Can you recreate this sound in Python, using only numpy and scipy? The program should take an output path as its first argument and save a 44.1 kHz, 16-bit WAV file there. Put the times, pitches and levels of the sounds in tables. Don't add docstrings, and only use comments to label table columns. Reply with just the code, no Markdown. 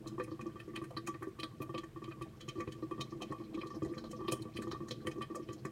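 import sys
import numpy as np
from scipy import signal
from scipy.fft import rfft, irfft, next_fast_len
from scipy.io import wavfile

SR = 44100
rng = np.random.default_rng(int(sys.argv[2]) if len(sys.argv) > 2 else 0)


def digitize_waveform(pressure):
    field = np.atleast_2d(pressure).T
    bounded = np.clip(field, -1, 1)
    quanta = np.round(bounded * 32767).astype(np.int16)
    wavfile.write(sys.argv[1], SR, quanta)


N = 251811

# (centre [Hz], width [Hz], relative level [dB])
BURNER_DRONE = [(45.5, 9.8, -31), (140.2, 34, -6.5)]
# (time [s], level [dB])
BOIL_VIGOUR = [(0, 3), (1.6, -3.5), (2.3, -1), (2.8, 2), (3.8, 3.5), (4.8, 3.5), (5.7, 1)]

LIFE = np.arange(SR // 6) / SR
FREQS = np.fft.rfftfreq(2 * len(LIFE), 1 / SR)
FIRST_20_MS = SR // 50
KITCHEN_T60 = 0.28
TOP_HZ = 15950


def amp(db):
    return 10 ** (np.asarray(db) / 20)


def unit(x):
    return x / np.sqrt(np.mean(x ** 2) + 1e-20)


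def fade(t60):
    return amp(-60 * LIFE / t60)


def filtered(x, response):
    m = next_fast_len(N + SR // 2)
    freqs = np.fft.rfftfreq(m, 1 / SR)
    return irfft(rfft(x, m) * response(freqs), m)[:N]


def resonances(modes, f):
    return sum(amp(db) * 1j * f * width / (hz * hz - f * f + 1j * f * width) for hz, width, db in modes)


def band(f, lo_hz, hi_hz, order=3):
    sos = signal.butter(order, [lo_hz, min(hi_hz, SR / 2 - 1)], "bandpass", fs=SR, output="sos")
    return signal.sosfreqz(sos, f, fs=SR)[1]


def pot(f, high_db=-12, top_db=-22, leak_db=-35):
    # (centre [Hz], width [Hz], relative level [dB])
    low_modes = [(132.6, 9.6, -8.5), (231.2, 26.4, -7.5), (323, 15, -1.5), (333.9, 17.3, -1),
                 (375, 12.6, -7.5), (496, 16.2, -2.5), (621.4, 13.7, -15.5), (860, 87, -34),
                 (998, 95, -24.5), (1092.5, 19.4, -15), (1153, 9.6, -2), (1162.4, 15.2, -4),
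                 (1544, 43, -21), (1926, 35, -19.5), (2224, 40, -19.5)]
    # (centre [Hz], width [Hz], level before high_db [dB])
    high_modes = [(1801, 93, -3.5), (2458, 81, -2), (3090, 72, -1), (3335, 24, -4.5), (3724, 27, -2),
                  (4084, 104, 1), (4487, 51, 1.5), (4605, 38, -1.5), (5050, 25, 5), (5410, 190, -3),
                  (6020, 85, -4)]
    # (centre [Hz], width [Hz], level before top_db [dB])
    top_modes = [(6590, 110, 2), (6700, 27, -18), (8030, 67, -11), (8400, 110, -9), (8870, 40, -1),
                 (9280, 62, -0.5), (8400, 29, -35), (11020, 140, -6), (15500, 97, -3)]
    upper = amp(high_db) * resonances(high_modes, f) + amp(top_db) * resonances(top_modes, f)
    return resonances(low_modes, f) + upper + amp(leak_db)


def echoes(t60, swell, grain_db, kitchen_db=-19):
    knots = rng.standard_normal(len(LIFE) // 64 + 2)
    grain = amp(grain_db * np.interp(LIFE, np.linspace(0, LIFE[-1], len(knots)), knots))
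    decay = grain * fade(t60) + amp(kitchen_db) * fade(KITCHEN_T60)
    envelope = (1 - np.exp(-LIFE / swell)) * decay
    burst = envelope * rng.standard_normal(len(LIFE))
    return rfft(burst / np.linalg.norm(burst), 2 * len(LIFE))


def bubble(hz, cycles, rise):
    t60 = cycles / hz
    progress = np.minimum(LIFE / t60, 1)
    phase = 2 * np.pi * hz * np.cumsum(1 + rise * (progress - 1 / 4)) / SR
    return rfft(np.sin(phase) * fade(t60), 2 * len(LIFE))


def add(track, s, db, spectrum, damping=1):
    x = irfft(spectrum)[:len(LIFE)] * damping
    head = x[:FIRST_20_MS]
    start = max(round(s * SR), 0)
    track[start:][:len(x)] += amp(db) * x / np.sqrt(np.mean(head ** 2))


def swarm(rate, hz, spread, cycles, size_db):
    when, pitch, size = rng.random((int(rate * N / SR), 3)).T[:, :, None]
    t = LIFE[:FIRST_20_MS]
    note = hz * np.exp(spread * (2 * pitch - 1))
    age = t * note / cycles
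    phase = 2 * np.pi * note * t * (1 + np.minimum(age, 1) / 8)
    rings = amp(size_db * size ** 2 - 60 * age) * np.sin(phase)
    places = (when * N).astype(int) + np.arange(len(t))
    track = np.bincount(places.ravel(), rings.ravel(), N)[:N]
    reflections = irfft(echoes(t60=0.082, swell=0.002, grain_db=1.0))
    spread_out = signal.fftconvolve(track, reflections)[:N]
    return unit(filtered(spread_out, pot))


def simmer():
    vigour_db = np.interp(np.arange(N) / SR, *np.transpose(BOIL_VIGOUR))
    murmur = swarm(rate=70, hz=333, spread=0.25, cycles=4.0, size_db=8.5)
    burble = swarm(rate=53, hz=817, spread=0.27, cycles=13.4, size_db=17)
    burble = filtered(burble, lambda f: band(f, 594, 1200))
    chirps = swarm(rate=28, hz=1970, spread=0.42, cycles=19, size_db=11)
    chirps = filtered(chirps, lambda f: band(f, 950, 2760))
    fizz = swarm(rate=55, hz=3930, spread=0.58, cycles=9.8, size_db=19.5)
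    fizz = filtered(fizz, lambda f: band(f, 2150, 11000))
    small = amp(-55.5) * murmur + amp(-69.5) * unit(burble) + amp(-74.5) * unit(chirps)
    return amp(vigour_db) * small + amp(2.0 * vigour_db - 78.5) * unit(fizz)


def burner():
    # (frequency [Hz], relative level per Hz [dB])
    hiss_colour = [(20, -18), (45, 7), (75, -13), (120, 15), (200, -3.5), (450, -5.5), (800, -18.5),
                   (1500, -17.5), (3000, -22.5), (6000, -28), (9500, -28.5), (10300, -35.5), (11500, -29.5),
                   (16000, -36.5)]
    hz, db = np.transpose(hiss_colour)
    hiss = filtered(rng.standard_normal(N), lambda f: amp(np.interp(np.log(f + 1), np.log(hz), db)))
    drone = filtered(rng.standard_normal(N),
                     lambda f: resonances(BURNER_DRONE, f) * band(f, 25, 121, order=2))
    return amp(-57.5) * unit(hiss) + amp(-57.0) * unit(drone)


def lesser_glugs(count):
    middle_hz, pitch_spread = 327, 0.13
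    base_db, scatter_db = [-48.5, -64, -61.5], 5
    when, pitch, *sizes = rng.uniform(-1, 1, (count, 5)).T
    s = (when + 1) / 2 * N / SR
    swing_db = np.interp(s, *np.transpose(BOIL_VIGOUR)) + scatter_db * np.array(sizes)
    levels = swing_db.T + base_db
    return np.column_stack([s, middle_hz * np.exp(pitch_spread * pitch), levels])


def glugs():
    # (time [s], pitch [Hz], glug [dB], heave of the sauce [dB], ring of the pot [dB])
    big_bubbles = [(0.059, 350, -45, -57, -53.5), (0.113, 340, -47, -59, -79),
                   (0.18, 360, -39.5, -49, -47.5), (0.197, 390, -39.5, -75, -45.5),
                   (0.315, 338, -41, -48, -55), (0.393, 355, -47.5, -53, -49.5),
                   (0.458, 334, -39.5, -62, -51), (0.557, 353, -51, -72, -52.5),
                   (0.737, 322, -45, -81, -55.5), (0.773, 342, -45.5, -56, -53),
                   (0.815, 340, -41.5, -46, -49.5), (0.966, 322, -42.5, -52, -47.5),
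                   (1.079, 344, -40, -51, -44), (1.143, 330, -46, -62, -52.5),
                   (1.223, 376, -43, -64, -50.5), (1.269, 370, -40.5, -62, -58),
                   (1.387, 340, -47.5, -61, -49.5), (1.43, 330, -43.5, -71, -49.5),
                   (1.602, 315, -41, -44, -51), (1.693, 346, -44, -48, -48.5),
                   (1.742, 411, -42, -49, -46.5), (1.779, 342, -41.5, -53, -47),
                   (1.833, 344, -46, -52, -52), (1.96, 333, -47, -76, -51), (2.018, 360, -47.5, -53, -52),
                   (2.077, 334, -41.5, -52, -54), (2.211, 323, -42.5, -50, -46.5),
                   (2.479, 343, -46.5, -47, -51), (2.555, 357, -44, -62, -55),
                   (2.579, 350, -39.5, -49, -54), (2.599, 418, -43.5, -51, -46),
                   (2.674, 356, -42, -45, -55), (2.75, 341, -47.5, -47, -61), (2.824, 380, -38.5, -63, -51),
                   (2.911, 346, -39, -62, -43.5), (2.979, 354, -46.5, -49, -52),
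                   (2.995, 356, -46.5, -45, -47), (3.122, 340, -45, -73, -51.5),
                   (3.151, 365, -46, -48, -82), (3.204, 364, -46.5, -55, -55.5),
                   (3.302, 358, -41, -45, -58), (3.322, 370, -46.5, -55, -44), (3.4, 341, -45.5, -74, -59),
                   (3.542, 328, -40, -73, -60), (3.573, 342, -41, -64, -50.5),
                   (3.632, 343, -44.5, -71, -47.5), (3.657, 357, -44, -53, -53.5),
                   (3.704, 380, -51, -69, -48), (3.82, 336, -34.5, -41.5, -48.5),
                   (3.852, 387, -40, -43.5, -68), (3.914, 332, -44, -73, -61.5),
                   (3.967, 380, -47, -47, -51.5), (4.13, 500, -48, -47, -51), (4.207, 360, -42, -48, -50.5),
                   (4.244, 370, -47, -47, -50.5), (4.282, 390, -35, -51, -43),
                   (4.319, 370, -38.5, -41.5, -42.5), (4.397, 340, -43.5, -67, -63),
                   (4.453, 378, -47, -48, -57), (4.553, 316, -45, -47, -58), (4.587, 350, -40, -55, -52.5),
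                   (4.67, 337, -39, -52, -50), (4.714, 372, -54, -50, -49), (4.746, 372, -52, -49.5, -47.5),
                   (4.804, 327, -45.5, -47, -52), (4.908, 455, -43.5, -54, -53),
                   (5.05, 389, -43, -50, -53.5), (5.07, 398, -35, -43, -48), (5.179, 379, -41.5, -63, -58),
                   (5.209, 372, -48.5, -47.5, -42.5), (5.3, 341, -42, -62, -51),
                   (5.347, 374, -45, -64, -45.5), (5.396, 344, -46, -69, -55), (5.49, 361, -43.5, -47, -56),
                   (5.65, 342, -41.5, -44, -46.5)]
    glug_t60, heave_t60, ring_t60 = 0.4, 0.36, 0.3
    overtones_db = -15.5
    tick_db, tick_scatter_db = -33.5, -2.5
    tick_delay_s = 0.012

    out, body = np.zeros(N + SR), pot(FREQS)
    low = (body + 0.47 * resonances(BURNER_DRONE, FREQS)) * band(FREQS, 48, 205)
    middle = body * band(FREQS, 190, 760)
    upper = body * band(FREQS, 790, 1170)
    overtones = resonances([(1839, 42, 1.5), (2484, 24, -2), (3156, 27, -6)], FREQS)
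    thin = body * band(FREQS, 2900, 12000)
    for s, hz, db, heave_db, ring_db in [*big_bubbles, *lesser_glugs(count=16)]:
        push = 0.5 + 0.74 * echoes(t60=0.029, swell=0.0054, grain_db=0.0)
        note = bubble(hz, cycles=8, rise=0.14)
        add(out, s, db, middle * note * push, fade(glug_t60))
        add(out, s, heave_db, low * push, fade(heave_t60))

        place, size, colour = rng.standard_normal(3)
        spot = 1 + 1.34 * resonances([(1150 + 45 * place, 90, 0)], FREQS)
        add(out, s, ring_db, upper * spot * push, fade(ring_t60))
        add(out, s, ring_db + overtones_db, overtones * push)

        tick_colour = resonances([(5600 * np.exp(0.39 * colour), 2200, 0)], FREQS)
        tick = thin * tick_colour * echoes(t60=0.064, swell=0.0008, grain_db=2)
        add(out, s + tick_delay_s * rng.random(), db + tick_db + tick_scatter_db * size, tick)
    return out[:N]


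def snaps():
    # (time [s], plip pitch [Hz], plip level [dB],
    # snap pitch [Hz], snap level [dB], spray centre [Hz], spray level [dB])
    bursting_skins = [(0.073, 1020, -60.5, 3900, -56.5, 7360, -58.5),
                      (0.199, 1940, -45.5, 2380, -57, 9400, -83), (0.235, 1810, -66, 2430, -61, 9300, -62),
                      (0.41, 1800, -62, 2480, -56.5, 7100, -66.5),
                      (0.564, 1850, -58.5, 2720, -86, 8100, -88),
                      (0.599, 1750, -55.5, 2730, -54.5, 9850, -71),
                      (0.758, 2000, -51, 2830, -46, 8700, -59.5), (0.839, 1790, -56, 2500, -64, 8900, -66),
                      (0.906, 880, -51, 3170, -70, 8800, -74), (0.969, 1730, -48, 4000, -46.5, 10400, -67),
                      (1.071, 1840, -49, 2460, -50.5, 7300, -50.5),
                      (1.141, 1830, -58.5, 2350, -63.5, 8500, -81),
                      (1.224, 1840, -48.5, 2360, -71, 10900, -66.5),
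                      (1.397, 990, -70, 3070, -48, 9300, -62),
                      (1.432, 1490, -48.5, 3820, -44.5, 8700, -61.5),
                      (1.619, 994, -51, 2700, -55, 12300, -59.5), (1.743, 714, -50, 2850, -53, 8900, -84),
                      (1.779, 1930, -54, 3050, -50, 7240, -62), (1.835, 1830, -56.5, 2560, -72, 6900, -70),
                      (2.04, 1010, -56, 2850, -57.5, 7200, -70.5),
                      (2.112, 1550, -54.5, 2460, -56, 7200, -81),
                      (2.219, 1000, -71, 2670, -57, 9100, -63.5),
                      (2.407, 1820, -62.5, 3330, -55.5, 6500, -63),
                      (2.485, 1880, -71, 3000, -48.5, 6600, -54.5),
                      (2.603, 1990, -49, 2180, -55, 6450, -61.5), (2.674, 1880, -61, 2390, -57, 8800, -81),
                      (2.72, 1930, -70, 3110, -57, 7500, -63.5),
                      (3.009, 1000, -51.5, 3640, -44.5, 6050, -52),
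                      (3.219, 796, -47, 2740, -47.5, 6950, -56.5), (3.322, 970, -51, 2820, -78, 8300, -69),
                      (3.544, 1910, -72, 2680, -57, 7400, -71), (3.613, 950, -54, 2370, -50.5, 9100, -77),
                      (3.668, 970, -66, 3860, -63, 7500, -66.5), (3.848, 1860, -59.5, 4090, -68, 7400, -67),
                      (3.937, 1980, -55.5, 2340, -66, 8100, -82),
                      (3.979, 1480, -53, 4160, -54.5, 6260, -65.5),
                      (4.04, 980, -51, 3900, -61.5, 6200, -73), (4.111, 690, -63, 3050, -62, 7540, -58.5),
                      (4.281, 990, -47, 2970, -45.5, 11300, -63.5),
                      (4.3203, 700, -45, 3120, -46.5, 9100, -42.5),
                      (4.419, 1730, -78, 4140, -57.5, 9000, -63.5),
                      (4.567, 1920, -57, 2760, -47.5, 9300, -60),
                      (4.621, 1750, -52.5, 3860, -61, 8000, -59),
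                      (4.714, 1390, -47, 3760, -51.5, 5660, -56), (4.883, 1800, -58, 3930, -63, 6760, -59),
                      (4.909, 1800, -59, 3600, -46, 5560, -53.5),
                      (5.069, 1980, -46.5, 2680, -47.5, 8900, -55),
                      (5.113, 1810, -59, 2800, -57.5, 6400, -64),
                      (5.218, 2060, -50.5, 3060, -49.5, 8900, -63),
                      (5.355, 657, -47.5, 2470, -67, 7600, -55.5),
                      (5.487, 1940, -66, 2750, -58.5, 7600, -75),
                      (5.529, 1850, -66, 4030, -72, 6870, -59.5),
                      (5.651, 1970, -52.5, 2220, -59, 7480, -59.5)]
    crackle_lead_s, crackle_db = 0.007, -12.5
    mist_t60 = 0.68

    out, body = np.zeros(N + SR), pot(FREQS)
    wet = body * band(FREQS, 510, 2220) * (1 - resonances([(1139, 51, 0)], FREQS))
    bright = body * band(FREQS, 1960, 4840)
    spit = body * band(FREQS, 5080, 18000)
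    for s, plip_hz, plip_db, snap_hz, snap_db, spray_hz, spray_db in bursting_skins:
        slosh = 0.46 + 0.91 * echoes(t60=0.076, swell=0.0012, grain_db=1.5)
        add(out, s, plip_db, wet * bubble(plip_hz, cycles=6.6, rise=0.3) * slosh)

        skin = bright * bubble(snap_hz, cycles=10.3, rise=0.068)
        mist = spit * (0.2 + resonances([(spray_hz, 2000, 0)], FREQS))
        crackle = echoes(t60=0.05, swell=0.003, grain_db=5)
        add(out, s - crackle_lead_s, snap_db + crackle_db, skin * crackle)
        add(out, s - crackle_lead_s, spray_db + crackle_db, mist * crackle)

        add(out, s, snap_db, skin * echoes(t60=0.046, swell=0.00025, grain_db=6.5))
        spray = mist * echoes(t60=0.046, swell=0.0027, grain_db=3)
        add(out, s, spray_db, spray, fade(mist_t60))
    return out[:N]


def scene():
    return (simmer() + burner() + glugs() + snaps())[None]


def record(dry):
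    low_cut = lambda f: band(f, 33, SR / 2, order=3)
    return filtered(dry[0], lambda f: low_cut(f) * (f < TOP_HZ))[None]


dry = scene()
out = record(dry)
digitize_waveform(out)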